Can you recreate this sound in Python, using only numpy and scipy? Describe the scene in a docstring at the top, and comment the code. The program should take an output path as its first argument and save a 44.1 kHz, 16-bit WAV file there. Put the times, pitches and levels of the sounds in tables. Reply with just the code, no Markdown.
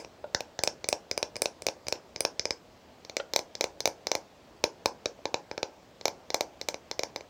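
"""A small room, a thick glass bottle held in the hand over a table. Long fingernails drum on it in rolls
of two or three, first on the stopper, then on the walls. Each tap is a dry tick of nail and a short ring
of glass, a click with a hollow knock, damped as the fingertip lands. A few dull knocks fall in between.
The table adds a low thud and one close reflection; a short room tail answers over a steady hiss."""
import sys
import numpy as np
from scipy import signal
from scipy.fft import rfft, irfft
from scipy.io import wavfile
from scipy.ndimage import uniform_filter1d

SR = 44100
rng = np.random.default_rng(int(sys.argv[2]) if len(sys.argv) > 2 else 0)


def wrap_up_sound(samples):
    """Save the sound to the file named by the first command line argument, as 16-bit audio."""
    columns = np.atleast_2d(samples).T
    # keep every value between -1 and 1, then stretch to whole-number steps
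    tamed = np.clip(columns, -1, 1)
    steps = np.round(tamed * 32767).astype(np.int16)
    wavfile.write(sys.argv[1], SR, steps)


N = 321489

# Nail taps; knock, ring and snap are offsets from the tap's level:
# (time [s], stroke, level [dB], knock against the palm [dB], wall ring [dB], nail snap [dB])
NAIL_TAPS = [(-.012, "stopper 2", -22.5, -4.5, -15, -10.5), (.0471, "stopper 3", -40, -1, -11, -29),
             (.3475, "stopper edge", -16.5, -9, -6.5, -27), (.406, "stopper 3", -31.5, 0, -3, -17),
             (.5906, "stopper edge", -26.5, -8.5, -3, -38), (.6361, "stopper 2", -15, -9.5, -12.5, -5.5),
             (.675, "stopper 3", -16, -7, -9.5, -25), (.843, "stopper 1", -30, -5.5, -2.5, -40),
             (.8878, "stopper 2", -19.5, -8, -10, -2.5), (.9275, "stopper 3", -18.5, -5, -7.5, -23),
             (1.1128, "stopper 1", -17.5, -13.5, -14.5, -24), (1.1769, "stopper 2", -21, -6.5, -17, -8.5),
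             (1.2281, "stopper 3", -20, -5, -5, -24), (1.357, "stopper 1", -29, -10.5, -12, -37),
             (1.3654, "stopper 2", -27.5, -8.5, -22, -14.5), (1.4196, "stopper 2", -16, -9, -13, -6),
             (1.4571, "stopper 3", -22, -2.5, -3, -24), (1.621, "stopper 2", -34.5, -6.5, -10, -8),
             (1.6666, "stopper 2", -18, -6.5, -10, -10.5), (1.6856, "stopper 3", -22.5, -4.5, -7, -26),
             (1.8683, "stopper 1", -31, -10, -15, -30), (1.8835, "stopper 2", -23.5, -9, -10, -6.5),
             (1.9248, "stopper 3", -18.5, -6.5, -8.5, -19), (2.1609, "stopper 1", -26, -12.5, -12, -48),
             (2.2063, "stopper 2", -19.5, -7, -10.5, -5), (2.2505, "stopper 3", -15, -8.5, -11, -26),
             (2.395, "stopper 1", -15.5, -17.5, -13.5, -38), (2.4544, "stopper 2", -20, -7.5, -16.5, -24.5),
             (2.507, "stopper 1", -17, -13, -16.5, -31), (3.0491, "face 1", -39, -7.5, -5.5, -24),
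             (3.0966, "face 3", -39.5, 2.5, 3, -22), (3.1677, "face 2", -22.5, -1.5, -5.5, -23),
             (3.3358, "face 1", -22, -9, -3, -21), (3.3614, "face 2", -18, -3.5, -1, -13),
             (3.3912, "face 3", -28, -2.5, -5, -16), (3.5523, "face 1", -27.5, -12.5, -4.5, -33),
             (3.6095, "face 2", -21, -2, -2.5, -17), (3.6412, "face 3", -23.5, -1, -4.5, -19),
             (3.8048, "face 1", -22, -14.5, -6, -23), (3.856, "face 2", -16.5, -5, -4.5, -18.5),
             (3.8752, "face 3", -24.5, -0.5, -6.5, -13.5), (4.0695, "face 1", -20, -11, -7.5, -25),
             (4.116, "face 2", -20.5, -3, -3.5, -20), (4.1519, "face 3", -23, -1, -7, -19),
             (4.6398, "side hard", -15.5, -2, -6, -20.5), (4.8582, "side hard", -16.5, -3, -6.5, -18.5),
             (5.0576, "side hard", -22, -1, -4, -32), (5.255, "side soft", -29, 5, 1.5, -27),
             (5.3427, "side hard", -24, 2.5, -1.5, -29), (5.5132, "side soft", -32.5, 3.5, -8.5, -40),
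             (5.5781, "side soft", -30.5, 3, -7, -32), (5.6298, "side hard", -24.5, 0, -2.7, -28),
             (6.0116, "face 1", -40.5, -3, 2, -33.5), (6.0553, "face 2", -21, -2, -2, -17),
             (6.0806, "face 3", -28, 1, -2, -13.5), (6.3032, "face 1", -26, -9, -3.5, -28),
             (6.3442, "face 2", -19, -5, -3.5, -14.5), (6.4083, "face 3", -23.5, -0.3, -2, -14),
             (6.6135, "face 1", -27.5, -8, -2, -25), (6.6865, "face 2", -25, 1, 0, -12),
             (6.7431, "face 3", -32.5, 1, -5.5, -25), (6.9131, "face 1", -24, -10, -4.5, -30),
             (6.993, "face 3", -24.5, 0, -3.5, -21), (7.034, "face 2", -23, -6, -9.5, -24),
             (7.1606, "face 1", -25, -6.5, -6.5, -28), (7.208, "face 3", -48, 7.5, 0, -25)]
# Voicing of each stroke, by spot and finger: layer trims, then pitches.
# stroke: (body [dB], upper knock [dB], upper ring [dB], wall clink [dB], air [dB], hollow [dB],
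# thud [dB], knock pitch [Hz], body pitch [Hz], click pitch [Hz])
STROKE_VOICING = {"stopper edge": (-0.5, -2.5, -7, -8, -10, -2.5, -36, 533, 2060, 5200),
                  "stopper 1": (2, -7, -6.5, -6, -12, -21.5, -43.5, 504, 2260, 5150),
                  "stopper 2": (-2, -9.5, -3, -7, -21, -20, -45.5, 535, 2361, 5080),
                  "stopper 3": (-4.5, -7, -6.5, -5.5, -8, -15.5, -45.5, 554, 2540, 5430),
                  "face 1": (-1.5, -4.5, -8.5, -5.5, -4.5, -19, -51, 505, 2206, 5202),
                  "face 2": (-2, -4.5, -2, -5.5, -5, -20.5, -51, 555, 2270, 5197),
                  "face 3": (-3.5, -6, -4.5, -4.5, -5, -27, -44.5, 551, 2288, 5200),
                  "side hard": (-6, -2, -7, -2.5, -9, -14, -40.5, 529, 2440, 5220),
                  "side soft": (-8, -2, -9.5, -6, -11, -4, -43, 507, 2334, 5200)}
# Modes of the held bottle:
# (family [0-8], pitch [Hz], trim [dB], t60 [s], attack [s], fingertip damping [0-1])
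BOTTLE_MODES = [(0, 5250, 3.5, 0.013, 0.00036, .9), (0, 4750, -3, 0.01, 0.00052, 0.88),
                (1, 401, -1, 0.034, 0.00061, 0.2), (2, 2056, 3.5, 0.01, 0.00084, .9),
                (2, 2737, 4.5, 0.006, 0.00032, .9), (3, 3618, 9.5, 0.0064, 0.00059, 0.6),
                (3, 4340, 10, 0.01, 0.00076, .8), (4, 5917, 9, 0.0085, 0.000098, 1),
                (4, 6576, 8, 0.0046, 0.000082, .9), (4, 7440, 2, 0.0051, 0.000066, 0.8),
                (5, 8730, 8, 0.0043, .0001, .9), (5, 10450, 2.5, 0.0027, .0001, .9),
                (6, 4010, 12, 0.025, 0.0016, 0.05), (7, 1600, 8, 0.007, 0.00026, .9),
                (8, 776, 9.5, 0.017, 0.00031, 0.3), (8, 940, 3, 0.017, 0.00022, .8)]
# EQ of the nail's snap on glass: (frequency [Hz], gain [dB])
SNAP_EQ = [(6500, -30.5), (7500, 1), (9000, -5), (10800, -4), (12000, -14.5)]
# EQ of the air on top of the snap: (frequency [Hz], gain [dB])
AIR_EQ = [(10000, -30.5), (11800, -3), (13300, 2.5), (15300, -5.5), (17000, -7.5)]
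# Decay of the room tail: (frequency [Hz], t60 [s])
ROOM_DECAY = [(150, 0.48), (500, 0.23), (1400, 0.23), (3700, 0.14), (5500, 0.16), (9700, 0.18),
              (16000, 0.085)]
# EQ of the room tail: (frequency [Hz], gain [dB])
ROOM_EQ = [(100, -5.5), (500, 2), (1000, 2), (1500, 4), (2400, -6.5), (3200, 3), (4030, -9), (4600, 2.5),
           (5300, 1.5), (6500, 2), (9000, -2), (12000, -2.5), (16000, 5.5)]
# EQ of the noise bed: (frequency [Hz], gain [dB])
HISS_EQ = [(20, -18), (40, 10.5), (60, 8), (120, -6.5), (200, -6), (330, -8), (600, -4.5), (870, -11),
           (1300, -18), (2700, -22), (5000, -24.5), (7800, -31.5), (8800, -39), (12000, -43),
           (15500, -36.5), (17000, -60.5)]
# Knocks of a fingertip or ring, without the nail:
# (time [s], level [dB], pitch [Hz], puff offset [dB], hollow offset [dB])
DULL_KNOCKS = [(.241, -20.5, 597, -31.5, -15.5), (1.765, -35.5, 556, -30, -40), (1.842, -39, 76, -40, -46),
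               (1.953, -33, 360, -14, -40), (3.199, -18.5, 554, -16, -5.5), (5.189, -36, 576, -34, -34)]

PRE_ROLL = 2000  # samples
MUTE_AFTER_S, MUTE_DB_PER_S = .0024, 14000  # the fingertip lands behind the nail and stills the glass
UPPER_FOLLOWS_RING, AIR_FOLLOWS_SNAP, THUD_FOLLOWS_LEVEL = 0.49, .8, 0.36  # dB per dB
TABLE_SEND_DB, ROOM_SEND_DB, HISS_DB = -12.0, -13, -49.5


def gain_of(db):
    """Decibels to linear gain."""
    return 10 ** (np.asarray(db) / 20)


def curve_at(points, hz):
    """Read a breakpoint curve on a log frequency axis."""
    point_hz, value = np.transpose(points)
    return np.interp(np.log(hz + 1), np.log(point_hz + 1), value)


def place(track, time_s, sound):
    """Mix a one-shot into a track that has pre-roll."""
    part = track[PRE_ROLL + round(time_s * SR):][:len(sound)]
    part += sound[:len(part)]


def ring(hz, db, t60, attack_s, phase=0, mute=0):
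    """Struck modes: sines that swell and die away, faster where the fingertip mutes them."""
    t = np.arange(1536)[:, None] / SR
    attack = (1 - np.exp(-t / attack_s)) ** 2
    fall_db = 60 * t / t60 + np.clip(mute, 0, 1) * MUTE_DB_PER_S * np.maximum(t - MUTE_AFTER_S, 0)
    return (attack * gain_of(db - fall_db) * np.sin(2 * np.pi * hz * t + phase)).sum(1)


def nail_ticks(eq, t60):
    """Nail meets glass: dry bursts of shaped noise, one row per tap."""
    t, hz = np.arange(256) / SR, np.fft.rfftfreq(256, 1 / SR)
    white = rng.standard_normal((len(NAIL_TAPS), 256))
    noise = irfft(rfft(white) * gain_of(curve_at(eq, hz)))
    envelope = (1 - np.exp(-t / .0001)) * gain_of(-60 * t / t60)
    return noise / noise.std(1, keepdims=True) * envelope


def nail_taps():
    """Each tap ticks and rings the same modes, voiced by its stroke. Returns glass and table thuds."""
    family, hz, trim_db, t60, attack_s, mute = np.transpose(BOTTLE_MODES)
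    family = family.round().astype(int)
    variations = rng.standard_normal((len(NAIL_TAPS), 3, len(hz)))
    snaps, airs = nail_ticks(SNAP_EQ, t60=0.0055), nail_ticks(AIR_EQ, t60=0.0079)
    glass, thuds = np.zeros((2, N + PRE_ROLL))
    for tap, (detune, level_jitter, phase_jitter), snap, air in zip(NAIL_TAPS, variations, snaps, airs):
        time_s, stroke, level_db, knock_db, ring_db, snap_db = tap
        *trims_db, knock_hz, body_hz, click_hz = STROKE_VOICING[stroke]
        body, upper_knock, upper_ring, clink, air_trim, hollow, thud = trims_db
        family_db = np.array([0, knock_db, knock_db + body,  # family 0 is the click
                              ring_db, upper_ring + UPPER_FOLLOWS_RING * ring_db, snap_db,
                              ring_db + clink, hollow, knock_db + upper_knock])
        mode_db = level_db + trim_db + family_db[family] + 1.1 * level_jitter
        phase = np.pi * (np.arange(len(hz)) % 2) + 0.5 * phase_jitter  # neighbours alternate polarity
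        spot_hz = np.where(family == 0, hz * click_hz / hz[0], hz)  # the click moves with the spot
        modes = ring(spot_hz * (1 + 0.01 * detune), mode_db, t60, attack_s, phase, mute)
        palm_knock = ring(knock_hz, level_db + knock_db + 10.5, t60=0.017, attack_s=0.0003, mute=0.4)
        body_tone = ring(body_hz, level_db + knock_db + body + 10, t60=0.0098, attack_s=0.00025, mute=1)
        place(glass, time_s, modes + palm_knock + body_tone)
        air_db = air_trim + AIR_FOLLOWS_SNAP * snap_db
        tick = gain_of(snap_db + 5) * snap + gain_of(air_db + 7.5) * air
        place(glass, time_s, gain_of(level_db) * tick)
        thud_db = thud + THUD_FOLLOWS_LEVEL * level_db
        place(thuds, time_s, ring(68.4, thud_db + 23.5, t60=0.048, attack_s=0.00086))
    low_cut = signal.butter(2, 280, "highpass", fs=SR, output="sos")  # a small bottle radiates little bass
    return signal.sosfilt(low_cut, glass), thuds


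def table_reflection(glass):
    """One dull bounce off the table top."""
    delayed = np.roll(glass, round(.0016 * SR))
    return signal.lfilter(*signal.butter(1, 6000, fs=SR), delayed)


def room_tail(send):
    """Sparse wall echoes of random polarity; three tails crossfade, as the hands keep moving."""
    size, wet = SR // 2, np.zeros(len(send))
    hz, t = np.fft.rfftfreq(256, 1 / SR)[:, None], np.arange(size) / SR
    fade_in = np.clip((t - .0025) / 0.0046, 0, 1)  # the walls answer after a few ms
    crossfade_phase = 2 * np.pi * 7.3 * np.arange(len(send)) / SR
    for k in range(3):
        echoes = np.zeros(size)
        slots = np.arange(0, size - 16, 16)
        echoes[slots + rng.integers(0, 16, len(slots))] = rng.choice([-1., 1.], len(slots))
        _, frame_s, spectra = signal.stft(echoes, SR, nperseg=256)
        shape_db = curve_at(ROOM_EQ, hz) - 60 * frame_s / curve_at(ROOM_DECAY, hz)
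        tail = signal.istft(spectra * gain_of(shape_db), SR, nperseg=256)[1][:size] * fade_in
        share = np.sqrt(2 / 3) * np.cos(crossfade_phase + k * 2 * np.pi / 3)
        wet += signal.oaconvolve(send * share, tail / np.linalg.norm(tail))[:len(send)]
    return wet


def hiss():
    """A bed of room tone and microphone noise, with faint drifting patches in its spectrum."""
    frames, hz = N // 256 + 5, np.fft.rfftfreq(1024, 1 / SR)
    real, imag, patches = rng.standard_normal((frames, 513, 3)).T
    patches = uniform_filter1d(uniform_filter1d(patches, 12, axis=0), 14, axis=1)
    shape_db = curve_at(HISS_EQ, hz)[:, None] + 1.23 * patches / patches.std()
    bed = signal.istft((real + 1j * imag) * gain_of(shape_db), nperseg=1024, noverlap=768)[1][:N]
    return bed / bed.std()


def dull_knocks():
    """Soft contacts: a short low ring, a puff of mid noise and at times a hollow overtone."""
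    track, t = np.zeros(N + PRE_ROLL), np.arange(1536) / SR
    mids = signal.butter(4, [1100, 4200], "bandpass", fs=SR, output="sos")
    for time_s, level_db, hz, puff_db, hollow_db in DULL_KNOCKS:
        envelope = gain_of(level_db + puff_db + 12.5 - 60 * t / 0.031)
        puff = signal.sosfilt(mids, rng.standard_normal(1536)) * envelope
        low = ring(hz * np.array([1, 1.4]), level_db + np.array([3, -5]), t60=12 / hz, attack_s=0.64 / hz)
        hollow = ring(1430, level_db + hollow_db, t60=0.033, attack_s=0.0013)
        place(track, time_s, low + puff + hollow)
    return track


def scene():
    """Mono mix: the close bottle and table, the room tail behind them, the hiss underneath."""
    glass, thuds = nail_taps()
    knocks = dull_knocks()
    close = glass + gain_of(TABLE_SEND_DB) * table_reflection(glass) + thuds + knocks
    reverb = gain_of(ROOM_SEND_DB) * room_tail(glass + knocks)
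    return ((close + reverb)[PRE_ROLL:] + gain_of(HISS_DB) * hiss())[None]


def record(dry):
    """The small microphone thins the bass; a steep high cut trims the very top."""
    low_cut = signal.butter(2, 160, "highpass", fs=SR, output="sos")
    high_cut = signal.firwin(511, 16700, window=("kaiser", 9), fs=SR)
    return signal.oaconvolve(signal.sosfilt(low_cut, dry), high_cut[None], "same")


dry = scene()
out = record(dry)
wrap_up_sound(out)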